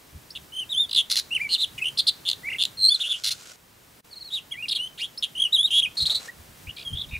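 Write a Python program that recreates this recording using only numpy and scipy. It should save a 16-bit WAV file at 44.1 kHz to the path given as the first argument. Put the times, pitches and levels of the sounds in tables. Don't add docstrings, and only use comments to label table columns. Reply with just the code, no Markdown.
import sys
import numpy as np
from scipy import signal
from scipy.fft import rfft, irfft
from scipy.io import wavfile
from scipy.ndimage import uniform_filter1d

SR = 44100
rng = np.random.default_rng(int(sys.argv[2]) if len(sys.argv) > 2 else 0)


def waveform_to_disk(signal):
    frames = np.transpose(np.atleast_2d(signal))
    scaled = np.clip(frames, -1, 1) * 32767
    samples = np.round(scaled).astype(np.int16)
    wavfile.write(sys.argv[1], SR, samples)


N = 317079
TIME = np.arange(N) / SR
FREQS = np.fft.rfftfreq(N, 1 / SR)


def gain_of(db):
    return 10 ** (np.asarray(db) / 20)


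def unit_rms(x):
    return x / np.sqrt(np.mean(x ** 2) + 1e-20)


def curve_at(points, hz):
    knots_hz, values = np.transpose(points)
    return np.interp(np.log(hz + 1), np.log(knots_hz + 1), values)


def envelope(points):
    time_s, level_db = np.transpose(points)
    return gain_of(np.interp(TIME, time_s, level_db)) * (TIME >= time_s[0]) * (TIME <= time_s[-1])


def add(mix, start_s, sound):
    part = mix[max(round(start_s * SR), 0):][:len(sound)]
    part += sound[:len(part)]


def wander(t, rate_hz):
    knots = np.arange(t[0], t[-1] + 2 / rate_hz, 1 / rate_hz)
    return np.interp(t, knots, rng.standard_normal(len(knots)))


def noise(spectrum):
    return unit_rms(irfft(rfft(rng.standard_normal(N)) * gain_of(curve_at(spectrum, FREQS)), N))


# freq_hz, left_right_correlation
COHERENCE = [(60, 0.86), (130, 1), (330, 0.4), (650, .1), (1400, 0.15), (6000, 0.92)]

def diffuse_noise(spectrum):
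    left, independent = rfft(rng.standard_normal((2, N))) * gain_of(curve_at(spectrum, FREQS))
    correlation = np.clip(curve_at(COHERENCE, FREQS), -1, 1)
    right = correlation * left + np.sqrt(1 - correlation ** 2) * independent
    return unit_rms(irfft(np.array([left, right]), N))


# freq_hz, gain_db
HISS_SPECTRUM = [(15, -31), (25, -5), (164, -0.5), (1020, -5.5), (1110, -6), (1800, -8), (6550, -14),
                 (9300, -14.5), (10100, -16.5), (15500, -15)]
# time_s, level_db
HISS_LEVELS = [(0, -52), (2.7, -48.5), (3.0, -58.5), (4.0, -53), (7.19, -49.5)]

def hiss():
    return envelope(HISS_LEVELS) * diffuse_noise(HISS_SPECTRUM)


# freq_hz, gain_db
HUM_SPECTRUM = [(25, -42), (60, -1), (140, 0.5), (210, -5.5), (700, -21.5)]
# time_s, level_db
HUM_LEVELS = [(0, -57.5), (2.6, -59.5), (3.1, -63), (4.0, -64.5), (5.6, -58), (7.19, -59)]

def hum(waver_db=5.0):
    return envelope(HUM_LEVELS) * gain_of(waver_db * wander(TIME, 9.2)) * diffuse_noise(HUM_SPECTRUM)


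# peak_s, half_length_s, level_db
WIND_GUSTS = [(0.158, 0.041, -43), (6.048, 0.066, -36.5), (6.169, 0.033, -49), (6.399, 0.046, -43.5),
              (6.494, 0.043, -47), (6.68, .045, -41), (6.947, .04, -37), (7.05, .3, -42.5),
              (7.132, 0.021, -32.5), (7.177, 0.024, -34)]
# freq_hz, gain_db
WIND_SPECTRUM = [(25, -13), (60, 4), (170, -5), (300, -24), (600, -73)]

def wind(edge_drop_db=21, buffet_db=6.0):
    gusts = sum(gain_of(level_db - edge_drop_db * abs(TIME - peak_s) / half_length_s)
                for peak_s, half_length_s, level_db in WIND_GUSTS)
    return gusts * gain_of(buffet_db * wander(TIME, 35)) * diffuse_noise(WIND_SPECTRUM)


# time_s, level_db
RUSTLE_LEVELS = [
    [(2.90, -50), (3.0, -46.5), (3.25, -48.5), (3.50, -45.5), (3.56, -53)],
    [(5.95, -50), (6.04, -53), (6.10, -39.5), (6.16, -47.5), (6.23, -42.5), (6.27, -42.5), (6.30, -53)],
]
# freq_hz, gain_db
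RUSTLE_SPECTRA = [
    [(200, -13), (550, 5.5), (900, -1.5), (1250, 1), (1450, 12), (1700, -0.5), (2500, 4), (7000, 5),
     (15000, -16)],
    [(200, -10), (520, 10), (850, 6), (1400, 7), (3000, 3.5), (8000, 4), (15000, -15)],
]

def rustles(crackle_db=3.5):
    crackle = unit_rms(gain_of(crackle_db * wander(TIME, 260)))
    return crackle * sum(envelope(levels) * diffuse_noise(spectrum)
                         for levels, spectrum in zip(RUSTLE_LEVELS, RUSTLE_SPECTRA))


def ground_echo(song, delay_s, echo_db, spread=.4):
    t = np.arange(SR // 2) / SR
    early = np.zeros(len(t))
    early[0] = 1
    early[round(delay_s * SR)] = gain_of(echo_db)
    mid, side = rng.standard_normal((2, len(t)))
    scatter = mid + spread * np.array([side, -side])
    response = early / np.linalg.norm(early)
    for level_db, t60_s in ((-16, .07), (-21, .21), (-33, .81)):
        tail = scatter * 10 ** (-3 * t / t60_s) * np.minimum(t / .006, 1) ** 2
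        response = response + gain_of(level_db) * tail / np.linalg.norm(tail[0])
    return signal.fftconvolve(song[None], response, axes=1)[:, :N]


def breath(note, edge_s=.002, pitch_bend=1.6, level_bend=1.2):
    start_s, rise_s, fall_s, first_hz, crest_hz, last_hz, level_db, swell_db, fade_db = note
    t = np.arange(-rise_s - edge_s / 2, fall_s + edge_s / 2, 1 / SR)
    from_crest = np.minimum(np.maximum(-t / rise_s, t / fall_s), 1)
    pitch_hz = crest_hz + (np.where(t < 0, first_hz, last_hz) - crest_hz) * from_crest ** pitch_bend
    gain = gain_of(level_db - np.where(t < 0, swell_db, fade_db) * from_crest ** level_bend)
    taper = np.sin(np.pi / 2 * np.clip(np.minimum(t - t[0], t[-1] - t) / edge_s, 0, 1)) ** 2
    return start_s + rise_s + t, pitch_hz, gain * taper


HARMONICS_DB = [-23, -29, -38.5]
# freq_hz, gain_db
BEAK_RESPONSE = [(4900, -9.5), (6000, -3), (7200, -5.5), (8400, 7), (10200, 13), (12000, -1), (16000, -4)]

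def syrinx(pitch_hz, overtone_db=0):
    phase = 2 * np.pi * np.cumsum(pitch_hz) / SR
    overtones = 0
    for k, level_db in enumerate(HARMONICS_DB, 2):
        gain = gain_of(level_db + curve_at(BEAK_RESPONSE, abs(k * pitch_hz)))
        overtones += gain * (k * pitch_hz < SR / 2) * np.sin(k * phase)
    return np.sqrt(2) * (np.sin(phase) + gain_of(overtone_db) * overtones)


# start_s, rise_s, fall_s, first_hz, crest_hz, last_hz, level_db, swell_db, fade_db
TWITTER_NOTES = [ (6.670, 0.034, 0.0081, 2290, 2910, 3080, -37.5, 6, -5),
                 (6.769, 0.061, 0.0079, 2350, 2530, 2380, -49, -2, 1.5),
                 (6.952, .045, .058, 3250, 3620, 3120, -29.5, 7.5, 11),
                 (7.111, 0.056, 0.0089, 2580, 2490, 2420, -30.5, 12, 18),
                 (7.089, 0.084, .030, 3620, 3750, 3950, -55.5, -6, 7), ]

def twitters(jitter=0.059, flutter_db=4.5):
    out = np.zeros(N)
    for note in TWITTER_NOTES:
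        t, pitch_hz, gain = breath(note)
        flutter = unit_rms(gain_of(flutter_db * wander(t, 214)))
        pitch_hz *= 1 + jitter * wander(t, 800)
        add(out, t[0], gain * flutter * syrinx(pitch_hz, overtone_db=-14))
    return out


# start_s, length_s, relative_level_db, fade_db
RASP_NOTES = [ (1.098, 0.012, -30, 8), (1.108, .044, -22.5, 15), (1.1555, .008, -23, 7),
              (1.165, .036, -25, 4), (3.236, 0.06, -31, -2.5), (3.306, .030, -26.5, 10), ]
# freq_hz, gain_db
RASP_SPECTRUM = [(900, -40), (1500, -23.5), (2100, -18), (2800, -14.5), (3500, -6.5), (4200, 1),
                 (4900, -8.5), (6200, -12), (8500, -21.5), (10000, -12.5), (11500, -22.5), (15500, -32)]

def rasps(gain_db=4.0, throb_hz=125.2, throb_depth=0.17, edge_s=.002, grain_db=3.5):
    flow = np.zeros(N)
    for start_s, length_s, level_db, fade_db in RASP_NOTES:
        t = np.arange(0, length_s, 1 / SR)
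        throb = 1 + throb_depth * np.sin(2 * np.pi * throb_hz * t)
        taper = np.minimum(np.minimum(t, length_s - t) / edge_s, 1)
        add(flow, start_s, throb * gain_of(level_db - fade_db * t / length_s) * taper)
    grain = unit_rms(gain_of(grain_db * wander(TIME, 700)))
    return gain_of(gain_db) * flow * grain * noise(RASP_SPECTRUM)


# centre_s, level_db, top_hz, length_s
FLICK_NOTES = [(1.978, -25, 5930, .016), (2.0725, -18.5, 5550, .013)]
# centre_s, level_db, length_s
CHIP_NOTES = [ (0.896, -31.5, .009), (0.9147, -25, .010), (0.933, -20.5, .010), (0.9507, -18, .010),
              (2.29, -14.5, .006), (2.3006, -16, .0045), (2.3147, -16.5, .005), (2.3324, -22, .0055),
              (2.6268, -16.5, .005), (2.6378, -14.5, .0045), (2.6536, -16.5, .005), ]
# freq_hz, gain_db
SCRAPE_SPECTRUM = [(900, -28), (2000, 1), (3500, -19.5), (7200, -2.5), (8500, -18), (10200, -4),
                   (12500, -21.5), (15500, -20)]

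def chips(flick_from_hz=2800, chip_from_hz=5074, chip_to_hz=2524, jitter=.07, scrape_db=-14, click_s=.0051):
    sweeps = [(s, db, flick_from_hz, top_hz, length_s) for s, db, top_hz, length_s in FLICK_NOTES]
    sweeps += [(s, db, chip_from_hz, chip_to_hz, length_s) for s, db, length_s in CHIP_NOTES]
    tone, flow = np.zeros((2, N))
    for centre_s, level_db, first_hz, last_hz, length_s in sweeps:
        t = np.arange(0, length_s, 1 / SR)
        opening = gain_of(level_db) * np.hanning(len(t))
        pitch_hz = np.linspace(first_hz, last_hz, len(t)) * (1 + jitter * wander(t, 2500))
        add(tone, centre_s - length_s / 2, opening * syrinx(pitch_hz))
        add(flow, centre_s - length_s / 2, opening * (click_s / length_s) ** 2)
    return tone + gain_of(scrape_db) * flow * noise(SCRAPE_SPECTRUM)


# first_rate_hz, last_rate_hz, first_drop_hz
BUZZ_NOTES = [ (.351, 0.01, 0.015, 3350, 3340, 3060, -34, 5, 1, 154, 139, 1600),
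              (0.96, .027, 0.027, 3920, 3430, 3200, -16, 4, 7.5, 117, 241, 1570),
              (1.490, 0.046, 0.019, 4280, 4230, 3390, -19, 21.5, 0, 175, 171.6, 720),
              (1.491, 0.057, 0.017, 2970, 3100, 2880, -34.5, 1.5, -8, 164, 179, 503),
              (1.580, 0.04, 0.029, 3700, 3920, 3100, -21, 11.5, 2, 188, 276, 720),
              (1.779, 0.0029, 0.016, 2840, 2530, 2130, -27, 12, 2, 443, 382, 900),
              (1.985, 0.01, 0.013, 4350, 3990, 3730, -17, 4, 2.5, 315, 288, 1430),
              (2.075, 0.0084, .015, 4400, 4024, 3760, -15, 7, 4, 288, 473, 1610),
              (2.252, 0.032, 0.0033, 3360, 3523, 3380, -22.5, 13.5, 3, 208, 151, 1260),
              (2.5845, 0.036, .0045, 3290, 3530, 3540, -20.5, 10, -2, 231, 143, 1100),
              (2.999, 0.015, 0.016, 3100, 3670, 3280, -23.5, 10, 2.5, 235, 235, 746),
              (3.034, 0.013, 0.034, 3050, 2960, 3430, -27.5, 2, 1, 226, 232, 730),
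              (3.089, 0.028, 0.015, 3310, 3510, 3120, -23, 10.5, 0, 209.6, 217.5, 730),
              (3.137, 0.0094, 0.05, 3120, 3050, 3250, -27, 2, 25, 211, 210, 740),
              (4.303, 0.041, 0.05, 3330, 3870, 2690, -26, 18.5, 8, 211.6, 211, 496),
              (4.977, 0.021, 0.025, 3220, 3670, 5630, -36, 6, 5, 330, 655, 2410),
              (4.983, 0.062, 0.0234, 1415, 3230, 3860, -27.5, 5, 22, 300.5, 140, 477),
              (5.225, 0.018, 0.013, 3620, 3260, 3220, -21, 4.5, 12, 166.7, 141, 1210),
              (5.706, 0.087, .012, 3100, 3352, 3330, -17, 7, 2, 359.6, 162.2, 344),
              (5.970, 0.011, 0.017, 4060, 4330, 4200, -25.5, 4, -0.5, 300, 293, 460),
              (6.002, 0.028, 0.019, 3820, 4170, 4135, -21.5, 1, 18, 323, 316, 483),
              (6.055, .014, 0.021, 3440, 4110, 4000, -18.5, 5, 17, 325, 324, 480),
              (6.098, 0.018, 0.032, 3530, 4030, 3990, -21, -1.5, 15, 346, 334, 483),
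              (6.147, 0.0097, .031, 3870, 4020, 3930, -19, 4, 16, 355, 360, 483),
              (6.764, .02, .055, 3700, 3750, 3500, -41, 1, 4, 70, 65, 2600), ]

def buzzes(rate_jitter=0.05, pitch_jitter=.028, roughness=0.14, closure=0.69, scrape_db=-21):
    tone, flow = np.zeros((2, N))
    for *note, first_rate_hz, last_rate_hz, first_drop_hz in BUZZ_NOTES:
        t, pitch_hz, gain = breath(note)
        rate_hz = np.linspace(first_rate_hz, last_rate_hz, len(t)) * (1 + rate_jitter * wander(t, 150))
        cycle = np.cumsum(rate_hz) / SR % 1
        opening = gain * unit_rms(1 - closure * np.cos(np.pi * cycle) ** 2)
        sweep = uniform_filter1d(.5 - cycle, size=14) + roughness * wander(t, 1773)
        pitch_hz *= 1 + pitch_jitter * wander(t, 1800)
        pitch_hz += first_drop_hz * first_rate_hz / rate_hz * sweep
        add(tone, t[0], opening * syrinx(pitch_hz, overtone_db=-2))
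        add(flow, t[0], opening)
    return tone + gain_of(scrape_db) * flow * noise(SCRAPE_SPECTRUM)


# rate_hz, wobble_hz, tremolo_depth
WARBLE_NOTES = [ (0.522, 0.075, 0.046, 3025, 3093, 2710, -25, 16.5, 16, 36, 72, 0.42),
                (1.841, 0.018, 0.035, 2820, 2870, 3030, -25.5, 9, 1, 75, 200, 0.71),
                (2.48, 0.055, 0.037, 2300, 2477, 2290, -31, 6, 7.5, 33, 393, -0.014),
                (2.772, .080, 0.029, 4190, 4106, 4170, -15.5, 27, 5.5, 102, 100, 0.41),
                (4.683, 0.0079, 0.013, 4150, 4350, 3900, -26, 5, 4, 64, 800, -0.39),
                (4.710, 0.0151, 0.012, 4340, 3840, 2850, -21.5, 5, 9, 108, 480, -.3),
                (4.749, 0.016, .022, 4170, 3740, 3200, -22.5, 7, 21, 118, 460, -0.27),
                (5.351, .073, 0.018, 2876, 3185, 3230, -20.5, 17, 9, 47, 129, 0.36), ]

def warbles(roughness=0.34):
    out = np.zeros(N)
    for *note, rate_hz, wobble_hz, tremolo_depth in WARBLE_NOTES:
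        t, pitch_hz, gain = breath(note)
        start_s, rise_s = note[:2]
        wobble = np.cos(2 * np.pi * rate_hz * (t - start_s - rise_s))
        pitch_hz += wobble_hz * (wobble + roughness * wander(t, 1800))
        add(out, t[0], gain * (1 + tremolo_depth * wobble) * syrinx(pitch_hz))
    return out


# start_s, rise_s, fall_s, first_hz, crest_hz, last_hz, level_db, swell_db, fade_db
WHISTLE_NOTES = [ (.305, 0.0081, 0.011, 4170, 5410, 5480, -44.5, -5, 4),
                 (.693, 0.016, 0.026, 3600, 3856, 3320, -30, 8.5, -4),
                 (.739, 0.012, 0.011, 3220, 3130, 3190, -24.5, 2, 6),
                 (0.761, 0.048, 0.049, 3250, 3654, 3330, -20, 10.5, 17),
                 (1.307, 0.028, 0.0072, 2570, 2883, 2630, -23, 16, 4),
                 (1.346, 0.0062, 0.027, 3140, 3060, 2170, -21, 16, 4.5),
                 (1.396, 0.026, 0.05, 1850, 2397, 2217, -22.5, 19, 12),
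                 (1.803, 0.0035, 0.0045, 2110, 2160, 2060, -37.5, 0, 12),
                 (1.814, 0.012, 0.016, 2410, 2643, 2420, -24, 8, 7),
                 (2.432, 0.052, 0.0056, 1870, 2320, 2320, -29.5, 15, -10),
                 (2.877, 0.012, 0.0083, 4110, 4343, 4400, -13, 18, 6),
                 (2.887, 0.034, 0.028, 3060, 3520, 3330, -21, 16.5, 18),
                 (2.898, 0.022, 0.03, 4390, 4660, 4390, -34, 4, -1),
                 (2.942, 0.0063, 0.015, 4550, 4140, 3400, -21.5, 7, 5),
                 (4.107, 0.012, 0.025, 4600, 4470, 3920, -46, 8, -2),
                 (4.156, 0.0064, 0.026, 4600, 4360, 4000, -42.5, 7, 0),
                 (4.2, 0.0064, 0.027, 4500, 4420, 3970, -43.5, 6, -5),
                 (4.241, .006, 0.045, 4500, 4400, 3900, -44.5, 10, -3),
                 (4.51, 0.013, 0.022, 2840, 3335, 2650, -30.5, 18, 13),
                 (4.522, 0.026, 0.0067, 2350, 2010, 1960, -43.5, 4, 9),
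                 (4.555, 0.053, 0.025, 1947, 2500, 2720, -37.5, 6, 5),
                 (4.625, 0.016, 0.019, 2700, 2835, 2370, -33, 2, 1),
                 (4.787, 0.0477, 0.042, 2760, 3030, 3090, -28.5, 4.5, 7),
                 (5.176, 0.0074, 0.011, 3930, 5215, 5400, -32, 1, 7),
                 (5.438, 0.018, 0.022, 3190, 2933, 2610, -21, -1.5, 17),
                 (5.523, 0.014, 0.036, 3445, 3954, 3070, -16.5, 18, 6),
                 (5.572, 0.038, 0.018, 3053, 3420, 3770, -18.5, 7, 18.5),
                 (5.63, 0.024, 0.014, 3440, 3743, 4130, -18.5, 2.5, 5),
                 (5.671, 0.0047, 0.011, 3800, 3300, 2890, -33, -3, -1),
                 (5.823, 0.0089, 0.029, 2750, 3267, 2412, -20.5, 0, 6),
                 (5.856, 0.0073, 0.027, 2460, 2474, 2560, -30, 4, 18),
                 (6.282, 0.011, 0.01, 1680, 1916, 1980, -35.5, 3, 7),
                 (6.85, 0.024, 0.044, 3360, 3234, 3050, -34, 8, 6.5),
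                 (6.928, 0.012, 0.0078, 3320, 3200, 3200, -32, 12, 8), ]

def whistles(jitter=0.0072, flutter_db=2.5, beak_open_hz=2950, pure_above_hz=3400):
    out = np.zeros(N)
    for note in WHISTLE_NOTES:
        t, pitch_hz, gain = breath(note)
        low_cut_db = .005 * np.maximum(beak_open_hz - pitch_hz, 0)
        high_cut_db = .003 * np.maximum(pitch_hz - pure_above_hz, 0)
        flutter = gain_of(flutter_db * wander(t, 242))
        pitch_hz *= 1 + jitter * wander(t, 603)
        add(out, t[0], gain * flutter * syrinx(pitch_hz, overtone_db=-low_cut_db - high_cut_db))
    return out


# freq_hz, gain_db
THROAT_RESPONSE = [(1200, -30), (2000, -15), (2600, -2), (3000, 0)]

def wheatear():
    pulses = irfft(rfft(buzzes() + chips()) * gain_of(curve_at(THROAT_RESPONSE, FREQS)), N)
    return whistles() + warbles() + pulses + rasps()


# start_s, end_s, delay_s, echo_db
PERCH_ECHOES = [ (0, 4, .00142, -7.5), (4, 8, .0021, -8), ]

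def scene(left_db=-0.02, right_db=0.48):
    song = wheatear() + twitters()
    echoed = sum(ground_echo(song * (TIME >= start_s) * (TIME < end_s), delay_s, echo_db)
                 for start_s, end_s, delay_s, echo_db in PERCH_ECHOES)
    return echoed * gain_of([[left_db], [right_db]]) + rustles() + hiss() + hum() + wind()


def record(dry, cutoff_hz=15750):
    dip_db = np.interp(TIME, [4.006, 4.009, 4.02, 4.044, 4.046], [0, -13, -27, -9, 0])
    low_pass = signal.firwin(511, cutoff_hz, window=("kaiser", 9), fs=SR)
    return signal.oaconvolve(dry * gain_of(dip_db), low_pass[None], "same")


dry = scene()
out = record(dry)
waveform_to_disk(out)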